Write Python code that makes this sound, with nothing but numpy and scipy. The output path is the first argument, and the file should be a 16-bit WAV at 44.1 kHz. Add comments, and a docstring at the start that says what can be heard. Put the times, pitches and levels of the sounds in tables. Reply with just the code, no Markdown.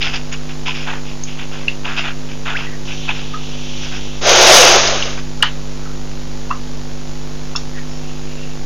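"""Night waterhole with a snort

Night at a waterhole, heard by a fixed camera's single microphone. Mains hum, picture buzz (summed lines),
low thumps and hiss (shaped noise) never stop. Large animals slosh (bubble crackle through resonances) and
drip (short rising rings with splashes) at the water's edge; one draws breath and blows a loud snort
(noise through resonances) that overloads the input. A gulp is a gliding tone, far trickles narrow noise."""
import sys
import numpy as np
from scipy import signal
from scipy.fft import rfft, irfft, next_fast_len
from scipy.io import wavfile
from scipy.ndimage import uniform_filter1d, map_coordinates

SR = 44100
rng = np.random.default_rng(int(sys.argv[2]) if len(sys.argv) > 2 else 0)


def gain_from_decibels(decibels):
    """Convert decibel values to linear amplitude factors."""
    exponent = np.asarray(decibels, float) / 20
    return 10 ** exponent


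def generate_wav(sig):
    """Save sig (samples, or channels by samples) to the path in sys.argv[1] as 16-bit PCM at SR."""
    pcm = np.round(np.clip(np.atleast_2d(sig).T, -1, 1) * 32767).astype(np.int16)
    wavfile.write(sys.argv[1], SR, pcm)


N = 381465
FIELD_HZ = 50  # picture fields; two make a frame


def unit(x):
    """Scales to rms 1."""
    return x / np.sqrt(np.mean(x ** 2) + 1e-20)


def along(points, hz):
    """Interpolates (frequency [Hz], value) points on a log frequency axis."""
    f, v = np.transpose(points)
    return np.interp(np.log(hz + 1), np.log(f + 1), v)


def curves(rows):
    """One curve per column after the time, then a gate open between the first and last row."""
    s, *cols = np.transpose(rows)
    t = np.arange(N) / SR
    gate = uniform_filter1d(1. * (t > s[0]) * (t < s[-1]), size=200)
    return [np.interp(t, s, c) for c in cols] + [gate]


def wobble(rate_hz):
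    """Smooth random curve with rate_hz knots a second."""
    knots = rng.standard_normal(int(N * rate_hz / SR) + 4)
    return map_coordinates(knots, [np.arange(N) * rate_hz / SR])


def filtered(x, response):
    """x times a response of frequency."""
    m = next_fast_len(N + SR // 2)
    return irfft(rfft(x, m) * response(np.fft.rfftfreq(m, 1 / SR)), m)[..., :N]


def resonant(x, modes, low_hz):
    """x through parallel resonances of alternating sign, steeply cut below low_hz; rms 1."""
    def response(f):
        total = 0
        for k, (center_hz, width_hz, db) in enumerate(modes):
            damping = 1j * f * width_hz
            total = total + (-1) ** k * gain_from_decibels(db) * damping / (center_hz ** 2 - f * f + damping)
        return total / (1 + (low_hz / (f + 1)) ** 8)
    return unit(filtered(x, response))


def grainy(rate_hz, depth_db):
    """Noise whose strength flickers, as from many tiny bursts."""
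    return rng.standard_normal(N) * gain_from_decibels(depth_db * wobble(rate_hz))


def crackle(rate_hz, depth_db, hush):
    """Tiny bursting bubbles: sparse clicks of scattered size, plus grainy noise scaled by hush."""
    size_db = depth_db * np.minimum(rng.exponential(size=N), 3)
    clicks = (rng.random(N) < rate_hz / SR) * rng.choice([-1, 1], size=N) * gain_from_decibels(size_db)
    return unit(clicks) + hush * grainy(200, 4.0)


def hum():
    """A rectifier draws two opposite pulses a cycle: odd multiples only, the higher ones lagging."""
    # mains lines: (multiple, level [dB rms])
    partials = [(1, -37.5), (3, -33), (5, -35.5), (7, -42), (9, -45.5), (11, -49), (15, -55.5), (17, -55)]
    mains_hz = 49.867
    turn = 2 * np.pi * mains_hz * np.arange(N) / SR - .07 + .05 * wobble(.5)
    out = np.zeros(N)
    for k, db in partials:
        phase = 2.93 - .23 * k - 2.03 * np.log(k)
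        out += np.sqrt(2) * gain_from_decibels(db + 0.23 * wobble(7.5)) * np.cos(k * turn + phase)
    return out


def picture_buzz():
    """Each picture field leaks a slow sag and one sharp spike; the sag beats slowly against the mains."""
    # slow part: (multiple of field rate, level [dB rms])
    sag_lines = [(1, -42), (2, -48)]
    # sharp part: (frequency [Hz], level [dB rms per line])
    spike_levels = [(150, -55), (500, -59), (900, -59), (2000, -66), (6000, -68.5)]
    turn = 2 * np.pi * FIELD_HZ * np.arange(SR // FIELD_HZ) / SR
    sag = sum(gain_from_decibels(db) * np.cos(k * (turn + .7) - 2.6) for k, db in sag_lines)
    spike = sum(gain_from_decibels(along(spike_levels, k * FIELD_HZ)) * np.cos(k * (turn + 1.55) + .3)
                for k in range(3, 130))
    return np.sqrt(2) * (np.resize(sag, N) + np.resize(spike, N) * gain_from_decibels(0.23 * wobble(30)))


def hiss():
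    """Amplifier noise, rising into the bass."""
    # relative noise spectrum: (frequency [Hz], density [dB per Hz])
    spectrum = [(8, 28.5), (25, 21), (50, 16), (80, 11), (200, 9.5), (600, 6), (1340, 0.5), (2230, -1.5),
                (5000, -0.5), (7150, 0), (7350, -31), (8200, -21.5), (11000, -21.5), (12600, -12.5),
                (12800, -62)]
    noise = filtered(rng.standard_normal(N), lambda hz: gain_from_decibels(along(spectrum, hz)) * (hz > 2))
    return gain_from_decibels(-33 + 0.12 * wobble(2.84)) * unit(noise)


def sloshes():
    """Each movement in the water is a quick swell of crackle in three groups of resonances."""
    # movements: (time [s], peak level [dB], low group [dB re peak], high group [dB re peak], length [s])
    moves = [(0.0044, -7.5, -12, -11.5, 0.05), (0.036, -14.5, -4.5, -8.5, 0.084),
             (0.13, -15.5, -4, -4, 0.057), (0.315, -17.5, -6, -9, 0.042), (0.486, -26, -3, -13, 0.051),
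             (0.654, -10.5, -9.5, -12.5, 0.068), (0.738, -18.5, -7, -10, 0.12), (0.86, -21.5, 4, -30, 0.11),
             (1.048, -26.5, -17, -7, 0.084), (1.264, -23, -27, -14, 0.086), (1.378, -21, -7.5, -20, 0.069),
             (1.513, -25.5, -3, -11, 0.14), (1.841, -17.5, -0.5, -16, 0.13), (1.964, -11, -5, -10, 0.058),
             (2.036, -14, -2, -31, 0.071), (2.283, -26, -12, -14, 0.072), (2.452, -15, 1.5, -30, 0.094),
             (2.558, -17.5, -3, -12, 0.1), (2.873, -18.5, -9.5, -22, 0.072),
             (3.075, -12.5, -2.5, -32, 0.048), (3.142, -23, -4, -10, 0.083), (3.818, -24, -2, -9, 0.068),
             (3.912, -21.5, -2.5, -6, 0.072), (5.174, -18, -2, -4, 0.022)]
    # low, middle and high groups of water resonances: (center [Hz], width [Hz], relative gain [dB])
    mode_groups = [
        [(740, 200, 26), (1520, 470, 29.5)],
        [(2610, 490, 2), (3530, 630, -5.5)],
        [(5030, 510, 17), (6700, 350, -17)],
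    ]
    swell, t = np.zeros((3, N + SR)), np.arange(SR // 2) / SR
    for s, db, low_db, high_db, length_s in moves:
        decay = np.exp(-(t / length_s) ** 3) + 0.042 * np.exp(-t / 0.23)
        shape = (1 - np.exp(-t / 0.0083)) * decay
        group_db = np.array([[low_db], [0], [high_db]])
        swell[:, round(s * SR):][:, :len(t)] += gain_from_decibels(db + group_db) * shape
    crest = 3  # nominal peak over rms
    bursts = crackle(350, 2.8, hush=0)  # the larger bubbles sound in all three groups
    out = np.zeros(N)
    for level, modes in zip(swell, mode_groups):
        source = 0.76 * bursts + crackle(900, 5.6, hush=1)
        out += level[:N] / crest * resonant(source, modes, low_hz=500)
    return out


def drips():
    """Drops and smacks: a few cycles swell and die with rising pitch, then splash noise around that pitch."""
    # drops: (time of peak [s], ring peak [dB], pitch at peak [Hz], half length [s])
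    drop_rows = [(.027, -6.5, 3530, 0.00049), (0.135, -24, 2800, 0.0017), (.329, -22, 6700, 0.0016),
                 (0.685, -18, 965, 0.002), (0.876, -18.5, 800, 0.0008), (1.238, -15, 6480, 0.0015),
                 (1.683, -5.5, 2710, 0.0015), (1.864, -17, 845, 0.0011), (1.994, -16, 2740, 0.0024),
                 (2.671, -24, 1950, 0.0036), (3.092, -9.5, 2490, 0.002), (3.095, -15, 870, 0.0014),
                 (3.346, -18, 1250, 0.007), (4.876, -4, 4900, 0.0005), (5.026, -6.5, 2970, 0.0009),
                 (5.407, -28, 1380, 0.0015), (5.427, 5, 2980, 0.0016), (5.428, -3, 1760, 0.0011),
                 (5.434, -1, 1300, 0.00062), (6.508, -16, 1000, 0.0035), (6.5127, -8.5, 1180, 0.0014),
                 (6.513, -25.5, 2700, 0.0066), (7.554, -16, 1160, 0.001), (7.561, -27, 2700, 0.0077),
                 (7.561, -18, 3500, 0.0017), (7.5626, -8, 5420, 0.0013), (7.565, -22, 6700, 0.0015)]
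    rise = 0.048  # share of pitch gained over two half lengths
    spread = 1.44  # splash band edges, ratio to pitch
    out, lead = np.zeros(N + SR), SR // 50
    t = np.arange(-lead, SR // 5) / SR
    after = np.maximum(t, 0)
    splash_decay = 0.29 * gain_from_decibels(-60 * after / 0.013) + 0.054 * gain_from_decibels(-60 * after / 0.24)
    for s, db, hz, half_s in drop_rows:
        envelope = np.exp(-(t / half_s) ** 2 / np.where(t < 0, 1, 2))
        ring = np.cos(2 * np.pi * hz * t * (1 + rise * t / half_s / 4)) * envelope
        edges_hz = [hz / spread, min(hz * spread, 7000)]
        band = signal.butter(2, edges_hz, "band", fs=SR, output="sos")
        splash = unit(signal.sosfilt(band, rng.standard_normal(len(t))))
        splash *= np.clip(.5 + t / half_s / 4, 0, 1) * splash_decay
        out[round(s * SR) - lead:][:len(t)] += gain_from_decibels(db) * (ring + splash)
    return out[:N]


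def banks(x):
    """A few blurred echoes and a short diffuse tail, as convolution with shaped noise."""
    # echoes off ground and banks: (delay [s], smear [s], energy [dB])
    echo_rows = [(.005, 0.003, -25), (0.014, 0.0032, -34), (0.033, .03, -25)]
    t = np.arange(SR // 4) / SR
    echoes = sum(gain_from_decibels(db) * (t > delay_s) * (t < delay_s + smear_s) / np.sqrt(smear_s * SR)
                 for delay_s, smear_s, db in echo_rows)
    tail = (echoes + gain_from_decibels(-31.5 - 60 * t / 0.13)) * rng.standard_normal(len(t))
    return signal.fftconvolve(x, tail)[:N]


def supply_bumps():
    """Rounded low thumps a few frames apart, each with a shallow dip; probably the supply voltage jumping."""
    # spacing: (picture frames to the next thump, chance [share])
    gap_rows = [(2, .5), (3, .27), (4, .14), (5, .09)]
    frame_s, first_frame_s = 2 / FIELD_HZ, .027
    bump_db, scatter_db = -22, 0.5
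    gaps, chance = np.transpose(gap_rows)
    s = first_frame_s + frame_s * np.cumsum(rng.choice(gaps, size=120, p=chance))
    height = gain_from_decibels(bump_db + scatter_db * rng.standard_normal(len(s)))
    kicks = np.bincount(np.round(s * SR).astype(int), height, N)[:N]
    t = np.arange(-SR // 10, SR // 10) / SR
    shape = np.exp(-(t / 0.014) ** 2) - 0.2 * np.exp(-((t - .035) / 0.034) ** 2)
    return signal.fftconvolve(kicks, shape, "same")


def gulp():
    """An air pocket closes: a thin, broken tone that shoots up."""
    start_s, length_s, level_db = 2.54, 0.04, -22
    from_hz, to_hz, bend = 1350, 3740, 2  # the glide steepens by this power of time
    done = np.clip((np.arange(N) / SR - start_s) / length_s, 0, 1)
    hz = from_hz * (to_hz / from_hz) ** done ** bend
    swell = np.sin(np.pi * done ** 1.6) ** 0.19  # rounding leaves the last pitch about 60 dB down
    phase = 2 * np.pi * np.cumsum(hz * (1 + .025 * wobble(300))) / SR
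    return np.sqrt(2) * swell * gain_from_decibels(level_db + 2.5 * wobble(200)) * np.sin(phase)


def trickle():
    """Soft swells of narrow noise from across the pool."""
    # faint far water: (time of peak [s], length [s], center [Hz], level at peak [dB rms])
    swells = [(5.877, 0.082, 1350, -42), (2.712, 0.064, 1860, -38.5), (7.79, 0.039, 1830, -36),
              (7.95, .05, 5440, -42), (8.103, 0.1, 2700, -44), (8.405, 0.15, 2700, -42)]
    t = np.arange(N) / SR
    out = np.zeros(N)
    for s, length_s, hz, db in swells:
        noise = resonant(grainy(60, 2.0), [(hz, 200, 0)], low_hz=600)
        out += gain_from_decibels(db) * np.exp(-((t - s) / length_s) ** 2) * noise
    return out


def inhale():
    """Air drawn in softly: turbulence in two bands of resonances."""
    # strength: (time [s], main band [dB rms], high band before a 2 dB cut [dB rms])
    effort = [(2.85, -39, -40), (2.92, -37.5, -34), (3.052, -32, -41), (3.312, -37, -41.5),
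              (3.476, -36, -41.5), (3.85, -32.5, -33), (4.2, -38, -41.5)]
    db, high_db, gate = curves(effort)
    main = resonant(grainy(120, 0.74), [(2700, 980, -0.87), (3500, 1000, -0.82)], low_hz=1900)
    high = resonant(grainy(40, 2.4), [(4380, 290, -6), (5800, 660, -1)], low_hz=3500)
    return gate * (gain_from_decibels(db) * main + gain_from_decibels(high_db - 2) * high)


def snort():
    """Air blown out: turbulence in chest, nose and nostrils, with fluttering flaps."""
    # effort: (time [s], level in the nose [dB rms])
    effort = [(4.212, -31), (4.22, -26), (4.285, -12), (4.42, -10.5), (4.56, -6.5), (4.74, -12),
              (4.9, -19.5), (5.1, -29), (5.17, -36), (5.3, -53)]
    # resonances of each part: (center [Hz], width [Hz], relative gain [dB])
    chest_modes = [(365, 49, -2), (510, 138, 1.5), (688, 320, -1)]
    nose_modes = [(1250, 660, -2.5), (2310, 650, 1), (2800, 890, 1), (3920, 670, -3.5)]
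    nostril_modes = [(4850, 1450, -1), (6430, 780, 1.5)]
    reference_db = -15  # effort at which the balances below hold
    chest_re_nose_db, chest_growth = -1.5, .12  # growth in dB per dB of effort
    nostril_re_nose_db, nostril_growth = -0.85, 0.13
    nose_db, gate = curves(effort)
    chest_db = chest_re_nose_db + chest_growth * (nose_db - reference_db)
    nostril_db = nostril_re_nose_db + nostril_growth * (nose_db - reference_db)
    blow = resonant(grainy(200, 0.63), nose_modes, low_hz=800)
    blow += gain_from_decibels(chest_db + 1.1 * wobble(20)) * resonant(grainy(80, 0.49), chest_modes, low_hz=246)
    blow += gain_from_decibels(nostril_db) * resonant(grainy(200, 0.64), nostril_modes, low_hz=2980)
    return gate * gain_from_decibels(nose_db + 0.12 * wobble(60)) * blow


def scene():
    """One microphone feeds both channels; outside sound is cut steeply above its 7100 Hz band edge."""
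    drops = drips()
    outside = sloshes() + drops + banks(drops) + gulp() + trickle() + inhale() + snort()
    outside = filtered(outside, lambda hz: 1 / (1 + (hz / 7100) ** 60))
    electric = hum() + picture_buzz() + hiss() + supply_bumps()
    return np.tile(outside + electric, (2, 1))


def band_limit(x):
    """A steep low-pass at the top of the band."""
    return signal.sosfilt(signal.butter(12, 15800, fs=SR, output="sos"), x)


def record(dry):
    """The input stage clips and loses its top; each channel then sits on an offset and clips at full scale."""
    # steady offset of each channel: (level [full scale])
    channel_offset = [
        [-.128],
        [-.157],
    ]
    stage = filtered(np.clip(dry, -1.05, 1.2), lambda hz: 1 / (1 + (hz / 12700) ** 40))
    mix = np.clip(stage + channel_offset, -1, 1)
    return band_limit(mix)


dry = scene()
out = record(dry)
generate_wav(out)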